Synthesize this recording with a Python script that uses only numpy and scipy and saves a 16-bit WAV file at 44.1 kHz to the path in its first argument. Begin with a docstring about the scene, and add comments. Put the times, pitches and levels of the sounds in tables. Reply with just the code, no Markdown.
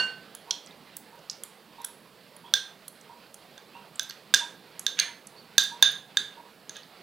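"""Fork in a glass bowl

A steel fork knocks, ticks and drags in a small hand-held glass bowl as paste is scraped out: damped glass
modes, noise cracks and short fork modes. A larger bowl, as slowly decaying modes, still rings at the start.
Sparse decaying echoes give the tiled kitchen. Far off a bird repeats one hollow sliding sine, with fainter
chirps, over house and street noise made from random spectra."""
import sys
import numpy as np
from scipy import signal
from scipy.io import wavfile
from scipy.ndimage import uniform_filter1d

SR = 44100
rng = np.random.default_rng(int(sys.argv[2]) if len(sys.argv) > 2 else 0)


def rack_gain(trim_db):
    """Turn a fader trim in dB into the linear factor to multiply a signal by."""
    fader = np.asarray(trim_db, float)
    return 10 ** (fader / 20)


def int16_out(signal):
    """Quantize to a 16-bit WAV file."""
    q = np.round(np.clip(np.atleast_2d(signal).T, -1, 1) * 32767)
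    wavfile.write(sys.argv[1], SR, q.astype(np.int16))


N = 309650

# Background spectrum. Each row: frequency in Hz, relative density in dB per Hz.
AIR_SPECTRUM = [(15, -52), (25, -21.5), (118, -20), (142, -5), (192, 2), (259, -6), (358, -6), (470, -2),
                (510, -4.5), (1780, -11), (1930, -11.5), (4600, -13.5), (6040, -25.5), (15200, -25.5),
                (16500, -30.5)]
# Background level drift, followed in part by each band. Each row: time in seconds, drift in dB.
AIR_SWELL = [(0, 16), (.15, 5), (.3, 1), (1.1, -2), (2.3, -3), (3.9, -0.5), (5.0, 1), (5.5, -1), (6.3, 0.5),
             (6.6, -2.5), (7.02, 0.5)]
# Kitchen decay. Each row: frequency in Hz, t60 in seconds.
KITCHEN_T60 = [(500, 0.28), (1600, 0.42), (3600, 0.34), (6400, 0.3), (10000, 0.42), (15000, 0.17)]
# Kitchen echo spectrum. Each row: frequency in Hz, relative level in dB.
KITCHEN_COLOUR_DB = [(300, 21), (1600, 12.5), (4000, 14), (8000, 10.5), (11000, 10), (15000, 16.5)]
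# Bird notes on an even beat. Each entry: sine level in dB before roughening.
BIRD_NOTES_DB = [-44, -51.5, -45, -48, -45, -45, -43, -53, -45, -47]
# Higher chirps outside. Each row: start in seconds, sine level in dB before roughening, pitch in Hz.
BIRD_CHIRPS = [(.35, -66, 3380), (1.78, -62, 3870), (2.44, -61, 3400), (3.73, -59.5, 2775),
               (5.36, -61, 4570)]
# Large bowl modes, some set close together so that their level wavers.
# Each row: frequency in Hz, relative level in dB, t60 in seconds.
LARGE_BOWL_MODES = [(1528, -6, .45), (1550, -9.5, .36), (1618, -14, .32), (1830, -15, .33), (2400, -34, .4),
                    (2818, 6, .27), (2827.5, -3, .28), (3397, -36, .34), (4390, -.5, .24),
                    (4412, -2.5, .32), (4745, -19.5, .2), (6330, -10, .06)]
# Tines drag over the glass, pressing harder and letting go.
# Each row: start in seconds, rise in seconds, fall in seconds, level at full pressure in dB, rasp in Hz.
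TINE_SCRAPES = [(4.972, 0.027, 0.03, -30.5, 2630), (6.742, 0.0197, 0.0072, -44, 4500)]
# Fork modes. Each row: frequency in Hz, relative level in dB, t60 in seconds.
FORK_MODES = [(1400, -9, .012), (3300, -9, .016), (4380, -13, .012), (7000, -9, .014), (7750, -7, .012),
              (8660, -9, .012), (10290, 0, .02), (11190, -5, .016), (13760, -9, .012)]
# Tines tick on the glass.
# Each row: start in seconds, direct peak in dB, centre in Hz, spread to either side in octaves.
TINE_TICKS = [(0.35, -25, 9800, 1.2), (0.5084, -14, 4470, .47), (0.6615, -39.5, 6800, 0.36),
              (0.6712, -40.5, 5040, 0.32), (0.708, -42.5, 3680, 0.082), (0.9674, -23, 11340, .88),
              (1.157, -52, 12600, .3), (1.19, -52, 6000, 0.26), (1.298, -18.5, 5180, 0.37),
              (1.311, -31, 6050, 0.54), (1.33, -40, 5200, 0.2), (1.4354, -22.5, 9070, 0.46),
              (1.8166, -40, 8000, 0.81), (1.8468, -20, 9600, 0.46), (2.365, -36, 10200, 0.16),
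              (2.8806, -27, 9350, 0.45), (3.0115, -41, 6900, 0.33), (3.343, -30.5, 8400, 0.43),
              (3.957, -32, 8000, 0.15), (4.0314, -34.5, 11800, .26), (4.094, -34, 12800, .15),
              (4.0967, -28.5, 4350, 0.11), (4.108, -28.5, 3330, 0.88), (4.397, -35, 7960, 0.37),
              (4.794, -19.5, 8170, 0.48), (4.990, -12, 3130, 0.76), (4.9978, -10.5, 4160, 0.12),
              (5.2702, -31, 7900, 0.36), (5.637, -27.5, 13400, 0.36), (5.9163, -35, 12000, .35),
              (6.832, -42.5, 4200, .27)]
# Small bowl modes. Each row: frequency in Hz, relative level in dB, share of the base t60 (ratio),
# group (0 lowest, 1 middle, 2 upper).
SMALL_BOWL_MODES = [(1627.4, 11.5, 2.35, 0), (3390, -0.5, 0.79, 1), (3591, 15.5, 2.18, 1),
                    (3698, 10, 1.63, 1), (4200, 0, 2.3, 1), (4694, 2.5, 1.5, 1), (5100, -14, .7, 1),
                    (6110, 0.5, 0.67, 2), (6346, 12.5, 1.55, 2), (6800, -23, .7, 2), (9570, -4, 0.64, 2),
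                    (9830, 0.5, 0.79, 2), (13300, -38, .45, 2)]
# Paste lowers the bowl's pitch until it is scraped off. Each row: time in seconds, pitch factor (ratio).
PASTE_LOAD = [(.5, .91), (2.2, .98), (4.0, .97), (4.3, .99), (6.7, 1.01)]
# Fork strikes the small bowl. Each row: start in seconds, direct peak in dB, lowest mode in dB,
# upper modes in dB, steel crack against the glass in dB.
FORK_BLOWS = [(.5081, -15.5, -14.5, -3, -6), (1.8447, -26, 6.5, -1, -1), (2.5381, -0.5, -2, 0, -3),
              (3.5783, -31.5, 3, -4, -3.5), (3.9953, -10.5, -1.5, 1, 2.5), (4.0975, -30.5, 7.5, 12, -13),
              (4.3395, -1.5, 4, -0.5, -5), (4.3445, -1.5, -12, 4, 1), (4.8653, -6, -6, -2.5, -2.5),
              (4.9896, -16, 9, 7, -8), (4.9975, -8.5, -4.5, 18, -1.5), (5.5807, 4, -3, 1, -2.5),
              (5.8252, 5, -5, -0.5, -11.5), (6.1709, -5.5, -2.5, -2.5, -8.5),
              (6.6944, -24.5, 1.5, 13.5, -5), (6.7665, -29, 2, 6, -4)]

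AIR_DB, HOUSE_SHARE, STREET_SHARE = -53, 0.52, 0.7  # total rms; how far each band follows the swell
BIRD_HZ, BIRD_FIRST_S, BIRD_EVERY_S = 968, .47, .6553
LEAD_S = .0455  # large bowl is struck this long before the start
LEAD = round(LEAD_S * SR)
LARGE_DB, LARGE_CRACK_DB = -17, -14
SCRAPE_ENDS_DB = -18  # pressure at both ends against full
GRIP_DB = 3  # spread of fork mode levels from tick to tick
# The fork rings most for ticks near TINE_HZ; ring levels are against the snap.
TINE_HZ, TINE_OCTAVES, RING_FAR_DB, RING_NEAR_DB = 9500, .33, -20, 4
# Base t60 of light blows; hard ones jolt the grip loose and gain up to JOLT_RING_S, half of it at JOLT_HALF_DB.
LIGHT_RING_S, JOLT_RING_S, JOLT_HALF_DB = 0.013, 0.0028, -4.83258
CEILING, TROUGH = .57, .6  # preamp limits, shares of full scale before the channel gains
DUCK_ABOVE_DB, DUCK_SHARE, RECOVER_DB_PER_S = -9.5, 0.075, 19  # recovery is of the level detector
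EDGE_HZ = 16000  # low-pass cut-off
LEFT_DB, RIGHT_DB = -3.3, 2.4


def read(points, hz):
    """Value of a spectrum at hz, interpolated over log frequency."""
    point_hz, value = np.transpose(points)
    return np.interp(np.log(hz + 1), np.log(point_hz + 1), value)


def evened(x):
    """Scales to rms 1."""
    return x / np.sqrt(np.mean(x ** 2) + 1e-20)


def peaked(x, db):
    """Scales to a peak level."""
    return rack_gain(db) * x / abs(x).max()


def ring(hz, db, t60, t):
    """Sum of dying sines that build up while the contact lasts."""
    hz, db, t60 = (np.asarray(v)[:, None] for v in (hz, db, t60))
    decay = rack_gain(db - 60 * t / np.maximum(t60, .002))
    sines = (decay * np.sin(2 * np.pi * hz * t)).sum(0)
    contact = np.sin(np.pi / 2 * np.minimum(t / 0.00065, 1)) ** 2
    return sines * contact


def crack(t, hz, octaves, t60, order=2):
    """Decaying noise burst, band-passed octaves to either side of hz."""
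    burst = rng.standard_normal(len(t)) * rack_gain(-60 * t / t60)
    ratios = 2. ** (np.array([-1, 1]) * np.clip(octaves, .05, 3))
    edges_hz = np.clip(hz * ratios, 100, 16500)
    band = signal.butter(order, edges_hz, "band", fs=SR, output="sos")
    return peaked(signal.sosfilt(band, burst), 0)


def kitchen(x, wet_db, gap_s=.0095):
    """Direct sound plus sparse echoes of random sign, weak until gap_s, each band dying at its own speed."""
    taps, start = np.zeros(SR // 2), round(gap_s * SR)
    at = np.arange(0, SR // 2 - 20, 20)
    taps[at + rng.integers(0, 20, len(at))] = rng.choice([-1., 1.], len(at))
    taps[:start] *= .22
    hz, t, z = signal.stft(taps, SR, nperseg=128)
    decay_db = -60 * t / read(KITCHEN_T60, hz)[:, None]
    z = z * rack_gain(read(KITCHEN_COLOUR_DB, hz)[:, None] + decay_db)
    response = signal.istft(z, SR, nperseg=128)[1]
    response *= rack_gain(wet_db) / np.linalg.norm(response)
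    response[0] += 1  # direct sound
    return signal.fftconvolve(x, response)


def add(mix, s, sound):
    """Mixes a sound in at s seconds."""
    part = mix[round(s * SR) + LEAD:][:len(sound)]
    part += sound[:len(part)]


def air():
    """House and street noise: random short-time spectra with drifting patches, the street in the middle band."""
    frames, hz = N // 256 + 5, np.fft.rfftfreq(1024, 1 / SR)
    real, imag, patches = rng.standard_normal((frames, 513, 3)).T
    patches = uniform_filter1d(patches, 5, 0)
    patches = evened(uniform_filter1d(patches, 12, 1))
    swell_db = np.interp(np.arange(frames) * 256 / SR, *np.transpose(AIR_SWELL))
    house = 1 / (1 + (hz / 900) ** 4)[:, None]
    street = (1 - house) / (1 + (hz / 5600) ** 6)[:, None]
    gusts_db = 1.6 * evened(uniform_filter1d(rng.standard_normal(frames), size=9))
    level_db = house * HOUSE_SHARE * swell_db + street * (STREET_SHARE * swell_db + gusts_db)
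    patchy_db = (.5 + 1.64 / (1 + (hz / 3000) ** 2))[:, None] * patches
    z = (real + 1j * imag) * rack_gain(read(AIR_SPECTRUM, hz)[:, None] + level_db + patchy_db)
    noise = signal.istft(z, nperseg=1024, noverlap=768)[1][:N]
    return rack_gain(AIR_DB) * evened(noise)


def bird(db, hz, rough):
    """One short hollow note: a sine that slides up to pitch, roughened by breath."""
    t = np.arange(round(.065 * SR)) / SR
    turns = np.cumsum(hz * (1 - .06 * np.exp(-t / .02))) / SR
    breath = 1 + rough * evened(uniform_filter1d(rng.standard_normal(len(t)), size=150))
    fade_out = signal.windows.tukey(2 * len(t), .6)[len(t):]
    envelope = np.minimum(t / 0.006, 1) * fade_out
    return rack_gain(db) * np.sin(2 * np.pi * turns) * breath * envelope


def large_bowl():
    """Struck just before the start; thick free glass rings on after a broad crack."""
    t = np.arange(SR // 2) / SR
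    glass = rack_gain(LARGE_DB) * ring(*np.transpose(LARGE_BOWL_MODES), t)
    snap = rack_gain(LARGE_CRACK_DB) * crack(t, 1670, 1.9, 0.026, order=3)
    return kitchen(glass, -15) + kitchen(snap, -0.93)


def scrape(rise_s, fall_s, db, rasp_hz):
    """Dense uneven slips, each exciting the damped small bowl."""
    t = np.arange(0, rise_s + fall_s, 1 / SR)
    sizes = rack_gain(1.4 * rng.exponential(1, len(t))) * rng.standard_normal(len(t))
    slips = sizes * (rng.random(len(t)) < 1500 / SR)  # 1500 slips per second on average
    hz, mode_db, share, _ = np.transpose(SMALL_BOWL_MODES)
    u = np.arange(600) / SR
    glass = peaked(ring(hz, mode_db, 0.0025 * share, u), -1.1)
    body = glass + crack(u, rasp_hz, 0.64, 0.0014)
    press_db = db + SCRAPE_ENDS_DB * np.maximum(1 - t / rise_s, (t - rise_s) / fall_s)
    return evened(signal.fftconvolve(slips, body)[:len(t)]) * rack_gain(press_db)


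def tick(db, centre_hz, octaves):
    """A light contact: a narrow snap sets ringing the fork modes near it; paste and grip detune them."""
    t = np.arange(4000) / SR
    hz, mode_db, t60 = np.transpose(FORK_MODES)
    closeness = np.exp(-(np.log2(centre_hz / TINE_HZ) / TINE_OCTAVES) ** 2)
    ring_db = RING_FAR_DB + (RING_NEAR_DB - RING_FAR_DB) * closeness
    near_db = -6.1 * (np.log2(hz / centre_hz) / (octaves + 2.2)) ** 2
    near_db = near_db + GRIP_DB * rng.standard_normal(len(hz))
    detune = 1 + 0.003 * rng.standard_normal(len(hz))
    tines = ring(hz * detune, mode_db + near_db, t60, t)
    snap = crack(t, centre_hz, octaves, 0.019, order=3)
    return peaked(snap + peaked(tines, ring_db), db)


def blow(s, db, low_db, upper_db, crack_db):
    """Steel cracks on paste-loaded glass, which the hand damps within a few hundredths of a second."""
    t = np.arange(4000) / SR
    hz, mode_db, share, group = np.transpose(SMALL_BOWL_MODES)
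    t60 = LIGHT_RING_S + JOLT_RING_S / (1 + np.exp((JOLT_HALF_DB - db) / 2))
    place_db = np.array([low_db, 0, upper_db])[group.round().astype(int)]
    pitch = np.interp(s, *np.transpose(PASTE_LOAD))
    glass = ring(hz * pitch, mode_db + place_db, t60 * share, t)
    snap = rack_gain(-9) * crack(t, 10000, .65, .003)
    steel = rack_gain(crack_db) * (crack(t, 4800, .55, .013, order=3) + snap)
    return peaked(peaked(glass, 0) + steel, db)


def scene():
    """Everything reaches one microphone."""
    mix = np.zeros(N + LEAD)
    for k, db in enumerate(BIRD_NOTES_DB):
        note = bird(db, BIRD_HZ, rough=.4)
        add(mix, BIRD_FIRST_S + k * BIRD_EVERY_S, kitchen(note, -4.1, gap_s=0.0033))
    for s, *row in BIRD_CHIRPS:
        add(mix, s, kitchen(bird(*row, rough=2.0), -1.5, gap_s=0.0037))
    add(mix, -LEAD_S, large_bowl())
    for s, *row in TINE_SCRAPES:
        add(mix, s, kitchen(scrape(*row), 1.2))
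    for s, *row in TINE_TICKS:
        add(mix, s, kitchen(tick(*row), -10))
    for row in FORK_BLOWS:
        add(mix, row[0], kitchen(blow(*row), -8.5))
    return np.tile(mix[LEAD:] + air(), (2, 1))


def top_cut(x):
    """Nothing passes above the cut-off."""
    return signal.sosfilt(signal.butter(12, 16920, fs=SR, output="sos"), x)


def record(dry):
    """Preamp flattens the loudest blows unevenly, leaving a low thud; gain control ducks; one signal, two channels."""
    limit = np.where(dry > 0, CEILING, TROUGH)
    bent = dry / (1 + abs(dry / limit) ** 6) ** (1 / 6)
    power = uniform_filter1d(bent[0] ** 2, size=400, origin=199)  # looks back only
    power_db = 10 * np.log10(abs(power) + 1e-12)
    fall_db = np.arange(N) * RECOVER_DB_PER_S / SR
    held_db = np.maximum.accumulate(power_db + fall_db) - fall_db
    over_db = np.maximum(held_db - DUCK_ABOVE_DB, 0)
    ducked = bent / rack_gain(DUCK_SHARE * uniform_filter1d(over_db, size=800, origin=399))
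    high_pass = signal.butter(1, 20, "high", fs=SR, output="sos")
    low_pass = signal.firwin(255, EDGE_HZ, window=("kaiser", 7), fs=SR)
    banded = signal.sosfilt(high_pass, ducked)
    banded = signal.oaconvolve(banded, low_pass[None], "same")
    return top_cut(banded * rack_gain([[LEFT_DB], [RIGHT_DB]]))


dry = scene()
out = record(dry)
int16_out(out)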